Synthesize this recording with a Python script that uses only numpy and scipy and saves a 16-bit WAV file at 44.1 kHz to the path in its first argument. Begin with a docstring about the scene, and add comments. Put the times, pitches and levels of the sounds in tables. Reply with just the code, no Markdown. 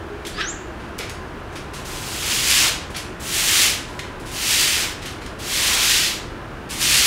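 """A stiff twig broom pushes water over the concrete floor of a brick cattle shed in five long strokes.
Its twigs catch on the grit, fling spray and shove the water along. Between strokes, wet sandals slap
and squelch, the twigs touch down and drops tick. A bird squeaks once under the roof.
The shed echoes briefly, and behind it all are outdoor air and far machines droning. The sound is mono."""
import sys
import numpy as np
from scipy import signal
from scipy.fft import rfft, irfft, next_fast_len
from scipy.io import wavfile
from scipy.ndimage import map_coordinates

SR = 44100
rng = np.random.default_rng(int(sys.argv[2]) if len(sys.argv) > 2 else 0)


def put_to_file(sound):
    """Save the sound as 16-bit audio at rate SR, in the file named by the first command-line argument."""
    columns = np.atleast_2d(sound).T  # one column per channel
    safe = np.clip(columns, -1, 1)
    whole_steps = np.round(safe * 32767)
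    wavfile.write(sys.argv[1], SR, whole_steps.astype(np.int16))


N = 311346
T = np.arange(N) / SR  # the time of each sample in seconds

# The strokes: the twigs touch, bite, are pushed hardest, ease off and lift.
# Each row: start in seconds; attack, push, ease and release lengths in seconds; scrape level in dB at the
# bite, peak and lift; starting spray in dB above the scrape; relative peak level of the water in dB;
# ring pitch in Hz (lower when the bundle is pressed flat).
BROOM_STROKES = [(1.85, 0.45, .25, .135, .08, -27.5, -18.5, -21, -2, -34.5, 2900),
                 (3.2, .17, 0.27, 0.081, 0.079, -24, -18, -26, -0.5, -32, 3017),
                 (4.31, 0.12, .18, .23, 0.085, -23, -19, -26, -2.5, -33.5, 2947),
                 (5.39, 0.15, 0.41, .14, .1, -24.5, -18.5, -25.5, -3, -34, 3340),
                 (6.775, 0.053, .28, 0.097, 0.074, -19.5, -18, -25, -3, -35, 2650)]
# The tone of twigs and spray. 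Each row: frequency in Hz, relative strength in dB.
TWIG_TONE = [(400, -45), (1000, -15), (1450, -8.5), (1850, -3), (2300, -2), (2800, 0.5), (3800, -0.8),
             (5000, -1.4), (7300, -4), (10500, -9), (13000, -13.5), (15500, -16)]
# The tone of sloshing water. Each row: frequency in Hz, relative strength in dB.
WATER_TONE = [(150, -21), (400, -13), (700, -9), (1100, -6), (1600, -6.5), (2300, -5), (5000, -36)]


def broom(twigs_per_s=10000, drops_per_s=4500, split_hz=7000, water_db=-2, ring_db=-13, ring_width_hz=700):
    """Hundreds of twig tips catch on the grit, ring, fling fine spray and shove a film of water."""
    touch_db = -40.5  # the scrape as the twigs first meet and last leave the floor
    spray_fade_db = -3  # the twigs have flung off their water by the end of a stroke
    scrape, spray, wash, tone_hz = np.zeros((4, N))
    for stroke in BROOM_STROKES:
        times = np.cumsum(stroke[:5])
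        bite_db, peak_db, lift_db, spray_db, wash_db, ring_hz = stroke[5:]
        effort = list(zip(times, [touch_db, bite_db, peak_db, lift_db, touch_db]))
        level_db, on_floor = curves(effort)[0], gate(effort)
        progress = np.clip((T - times[0]) / (times[-1] - times[0]), 0, 1)
        scrape += on_floor * amp(level_db)
        spray += on_floor * amp(level_db + spray_db + spray_fade_db * progress ** 2)
        wash += on_floor * amp(wash_db + 0.63 * (level_db - peak_db))  # swells less than the scrape
        tone_hz[on_floor > 0] = ring_hz
    low_share = lambda hz: 1 / (1 + (hz / split_hz) ** 8)  # tips sound below the split, spray above
    tip_tone = lambda hz: amp(along(TWIG_TONE, hz)) * np.sqrt(low_share(hz))
    drop_tone = lambda hz: amp(along(TWIG_TONE, hz)) * np.sqrt(1 - low_share(hz))
    tips = unit(filtered(clicks(twigs_per_s, spread_db=7), tip_tone))
    drops = unit(filtered(clicks(drops_per_s, spread_db=4), drop_tone))
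    water = with_tone(clicks(per_s=3000, spread_db=8.5), WATER_TONE)
    # Slow noise moved up to the ring pitch makes the bundle's broad ring.
    flicks = filtered(rng.standard_normal((2, N)), lambda hz: np.exp(-(hz / ring_width_hz) ** 2))
    ring = unit(flicks[0] * np.cos(phase(tone_hz)) + flicks[1] * np.sin(phase(tone_hz)))
    judder = amp(0.5 * wobble(55) + wobble(14))  # the bundle grips and slips, the hand presses unevenly
    return judder * (scrape * (tips + amp(ring_db) * ring) + spray * drops + amp(water_db) * wash * water)


# The broom drives into puddles. Each row: middle in seconds, half length in seconds, level in dB.
PUDDLES = [(2.294, 0.074, -37), (2.658, .04, -28), (3.32, 0.055, -40), (3.66, .06, -40),
           (4.84, 0.051, -33.5), (5.726, 0.17, -31)]


def sloshes(bubbles_per_s=3000):
    """Water swells briefly ahead of the twigs."""
    swell = sum(amp(db) * np.exp(-((T - middle) / half) ** 2) for middle, half, db in PUDDLES)
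    return swell * with_tone(clicks(bubbles_per_s, spread_db=5), WATER_TONE)


# Sandals and twigs land on the wet floor. Each row: start in seconds, level in dB,
# seconds to fade by 60 dB, tilt in dB per octave (higher is brighter).
WET_CONTACTS = [(0.248, -33, 0.14, -2.5), (.265, -32, .13, 3.5), (0.791, -45.5, 0.43, -5),
                (.982, -34, .045, 5.5), (.988, -25.5, 0.037, 3), (.994, -29, 0.24, -6),
                (1.094, -32, 0.079, 2), (1.517, -47, 0.36, -1), (1.553, -34.5, 0.19, -2),
                (1.732, -35, 0.34, 1), (2.9, -43, 0.2, 2), (2.943, -30, 0.2, -4.5), (2.96, -28, 0.18, 1.5),
                (3.87, -48.5, 1, 1), (3.991, -26, 0.061, -2), (4.195, -44.5, 0.21, 3), (4.25, -38, .6, 1),
                (5.015, -34.5, 0.38, -2.5), (5.055, -31.5, .2, 0), (5.21, -39, .27, -3),
                (5.261, -33, 0.058, -2), (6.688, -29, 0.83, 2)]
# The tone of a splat before its tilt. 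Each row: frequency in Hz, relative strength in dB.
SPLAT_TONE = [(150, -30), (400, -35), (1000, -14.5), (2200, -1), (3500, -2.5), (6000, -6), (10000, -10.5),
              (15500, -23.5)]


def splats(bubbles_per_s=8000):
    """Each contact squeezes out a short crackle of water."""
    out, t = np.zeros(N + SR), np.arange(SR // 2) / SR
    for start, db, fade_s, tilt_db in WET_CONTACTS:
        tone = lambda hz: amp(along(SPLAT_TONE, hz) + tilt_db * np.log2(np.maximum(hz, 500) / 4000))
        crackle = unit(filtered(clicks(bubbles_per_s, spread_db=6, size=len(t)), tone))
        rise_s = 0.026 * fade_s  # a longer squelch also swells more slowly
        shape = np.minimum(t / rise_s, 1) * amp(-60 * np.maximum(t - rise_s, 0) / fade_s)
        out[round(start * SR):][:len(t)] += amp(db) * shape * crackle
    return out[:N]


# Heels, twigs and drops tap the floor.
# Each row: start in seconds, level in dB, pitch in Hz, seconds to fade by 60 dB.
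FLOOR_TAPS = [(.268, -22, 3320, 0.013), (.989, -27, 2300, .03), (.995, -23.5, 460, 0.046),
              (1.08, -28, 90, 0.11), (1.263, -35, 109, 0.13), (3.9925, -17, 2110, 0.011),
              (5.058, -21, 11800, 0.0033), (5.125, -22, 9900, .002)]


def taps(rows, rise_s=0.00035):
    """Each tap rings at one pitch and dies away quickly."""
    out, t = np.zeros(N + SR), np.arange(SR // 3) / SR
    for start, db, hz, fade_s in rows:
        shape = amp(db - 60 * t / fade_s) * (1 - np.exp(-t / rise_s))
        out[round(start * SR):][:len(t)] += shape * np.sin(2 * np.pi * hz * t)
    return out[:N]


def drips(per_s=6.4, db=-41, spread_db=5, hz=10460, pitch_spread=0.22, fade_s=0.002):
    """Tiny stray drops land on the wet floor at random moments."""
    draws = rng.random((round(per_s * N / SR), 3))
    return taps([(when * T[-1], db + spread_db * (2 * loud - 1),
                  hz * np.exp(pitch_spread * (2 * high - 1)), fade_s) for when, loud, high in draws])


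# The bird's rising whistle. Each row: time in seconds, pitch in Hz, relative level in dB.
BIRD_WHISTLE = [(.335, 4440, -43), (.42, 5400, -40), (.466, 6170, -34), (.49, 6850, -26.5),
                (.508, 7520, -30.5), (.525, 7600, -44.5)]
# Its lower, hoarse voice. Each row: time in seconds, pitch in Hz, relative level in dB.
BIRD_SQUAWK = [(.37, 1207, -55), (.39, 1270, -25), (.408, 1290, -29), (.424, 1636, -32), (.443, 1620, -26)]
# The tone its throat gives the rasp. Each row: frequency in Hz, relative strength in dB.
THROAT_TONE = [(1000, -43), (1600, 7), (2200, -5.5), (3200, -2.5), (4200, -4.5), (5500, -15), (8000, -24),
               (15000, -44)]


def bird(waver=0.011, roughness=0.047, overtone_db=-14, rasp_at_s=0.415):
    """One side of the bird's voice box whistles while the other squawks, with a harsh burst of breath."""
    hz, db = curves(BIRD_WHISTLE)
    whistle = gate(BIRD_WHISTLE) * amp(db) * np.sin(phase(hz * (1 + waver * wobble(400))))
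    hz, db = curves(BIRD_SQUAWK)
    angle = phase(hz * (1 + roughness * wobble(350)))
    voice = np.sin(angle) + amp(overtone_db) * np.sin(2 * angle)
    squawk = gate(BIRD_SQUAWK) * amp(db + 1.9 * wobble(199)) * voice
    rasp = with_tone(rng.standard_normal(N), THROAT_TONE)
    rasp_db = -23 - np.maximum(344 * (rasp_at_s - T), 750 * (T - rasp_at_s))  # rise, fall in dB a second
    return whistle + squawk + amp(rasp_db) * rasp


# How long the shed rings. Each row: frequency in Hz, seconds to fade by 60 dB.
ECHO_TIMES = [(200, 0.15), (1500, 0.68), (4000, 0.5), (8000, 0.42), (15000, 0.24)]


def shed_echo(sound, delay_s=0.006):
    """Brick walls and roof store the sound and give it back as a soft tail; middle pitches last longest."""
    frames = dict(fs=SR, nperseg=256, noverlap=192)
    hz, t, bands = signal.stft(sound, **frames)
    kept = amp(-120 * t[1] / along(ECHO_TIMES, hz))  # share of the energy left after one step
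    stored = np.array([signal.lfilter([1 - k], [1, -k], np.abs(band) ** 2) for k, band in zip(kept, bands)])
    noise = signal.stft(rng.standard_normal(N), **frames)[2]
    tail = signal.istft(noise * np.sqrt(stored / np.mean(np.abs(noise) ** 2)), **frames)[1]
    return np.interp(T - delay_s, T, tail[:N], left=0)


# The rumble of far engines. Each row: time in seconds, level in dB.
ENGINE_LEVELS = [(0, -48), (.5, -69), (1.4, -59.5), (2.4, -45), (4.1, -49), (5.6, -45.5), (6.4, -45),
                 (6.75, -36), (7.06, -38)]
# The tone of that rumble. Each row: frequency in Hz, relative strength in dB.
ENGINE_TONE = [(25, -20), (55, 4), (85, -9), (135, 7.5), (170, -30), (215, 1), (300, -19), (1000, -50)]
# Broad, steady drones. Each row: centre in Hz, width in Hz, level in dB.
BROAD_DRONES = [(34, 11, -45.5), (81.5, 55, -43), (362, 58, -46.5), (1710, 860, -50.5), (9340, 260, -71.5)]
# Faint, wavering hums. 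Each row: pitch in Hz, level in dB.
THIN_HUMS = [(59, -48), (335, -53), (623, -55), (1024, -53.5)]
# Drones that come and go. Each row: start in seconds, end in seconds, pitch in Hz, peak level in dB.
PASSING_DRONES = [(-.5, 0.65, 409.4, -40.5), (-.5, 1.6, 337, -44), (1.45, 2.3, 138.4, -42.5),
                  (1.6, 2.21, 1025, -44.5), (3.7, 4.3, 994, -45)]


def far_machines(hum_width_hz=9):
    """Distant machines rumble, drone and hum."""
    out = amp(curves(ENGINE_LEVELS)[0]) * with_tone(rng.standard_normal(N), ENGINE_TONE)
    for hz, width_hz, db in BROAD_DRONES:
        out += amp(db) * noise_band(hz, width_hz)
    for hz, db in THIN_HUMS:
        out += amp(db) * noise_band(hz, hum_width_hz)
    for start, end, hz, db in PASSING_DRONES:
        swell = np.sin(np.pi * np.clip((T - start) / (end - start), 0, 1))
        out += amp(db) * swell * noise_band(hz, width_hz=0.047 * hz)
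    return out


# The tone of the outdoor rush. Each row: frequency in Hz, relative strength in dB.
AIR_TONE = [(13, -41), (22, -9), (80, -3.5), (282, -5.5), (315, -3), (352, -7), (403, -6), (450, -7.5),
            (643, -10.5), (737, -10.5), (1590, -12), (1980, -19.5), (2830, -21), (3330, -26), (15500, -49)]


def outdoor_air(db=-34.5):
    """A soft, steady rush comes in from outside."""
    return amp(db) * with_tone(rng.standard_normal(N), AIR_TONE)


def amp(db):
    """Turn decibels into a number to multiply by."""
    return 10 ** (np.asarray(db) / 20)


def unit(x):
    """Scale a sound to an average power of one."""
    return x / np.sqrt(np.mean(x ** 2) + 1e-20)


def along(points, hz):
    """Read between a table's (Hz, value) rows, with octaves about evenly spaced."""
    freqs, values = np.transpose(points)
    return np.interp(np.log(hz + 1), np.log(freqs + 1), values)


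def curves(rows):
    """One value per sample for each column after the time."""
    times, *columns = np.transpose(rows)
    return [np.interp(T, times, column) for column in columns]


def gate(rows, rise_s=0.011, fall_s=0.016):
    """On from a table's first time to its last, with soft edges."""
    return np.clip((T - rows[0][0]) / rise_s + .5, 0, 1) * np.clip((rows[-1][0] - T) / fall_s + 1, 0, 1)


def wobble(per_s):
    """A smooth curve through per_s random values a second."""
    return map_coordinates(rng.standard_normal(int(N * per_s / SR) + 4), [T * per_s])


def filtered(x, response):
    """Scale each frequency in a sound by response(hz)."""
    n = x.shape[-1]
    padded = next_fast_len(n + 8192)
    return irfft(rfft(x, padded) * response(np.fft.rfftfreq(padded, 1 / SR)), padded)[..., :n]


def with_tone(x, tone):
    """Give a sound the tone in a table, at a power of one."""
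    return unit(filtered(x, lambda hz: amp(along(tone, hz))))


def noise_band(centre_hz, width_hz):
    """Noise gathered around one pitch."""
    return unit(filtered(rng.standard_normal(N), lambda hz: 1 / (1 + (2 * (hz - centre_hz) / width_hz) ** 2)))


def clicks(per_s, spread_db, size=N):
    """Tiny random hits of uneven strength."""
    hit = rng.random(size) < per_s / SR
    return unit(hit * rng.choice([-1, 1], size) * amp(spread_db * rng.uniform(-1, 1, size)))


def phase(hz):
    """The running angle of a wave whose pitch changes."""
    return 2 * np.pi * np.cumsum(hz) / SR


def scene():
    """Broom, feet and bird share the shed's echo; both channels carry the same sound."""
    sweep, call = broom() + sloshes(), bird()
    steps = splats() + taps(FLOOR_TAPS)
    echo = shed_echo(amp(-3.5) * sweep + steps + amp(-2) * call)
    mix = sweep + steps + drips() + amp(2) * call + echo + far_machines() + outdoor_air()
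    return np.array([mix, mix])


def record(dry, top_hz=15750):
    """Cut the deepest rumble and the very highest treble."""
    return filtered(dry, lambda hz: np.clip((top_hz - hz) / 200 + .5, 0, 1) * np.clip((hz - 14) / 8, 0, 1))


dry = scene()
out = record(dry)
put_to_file(out)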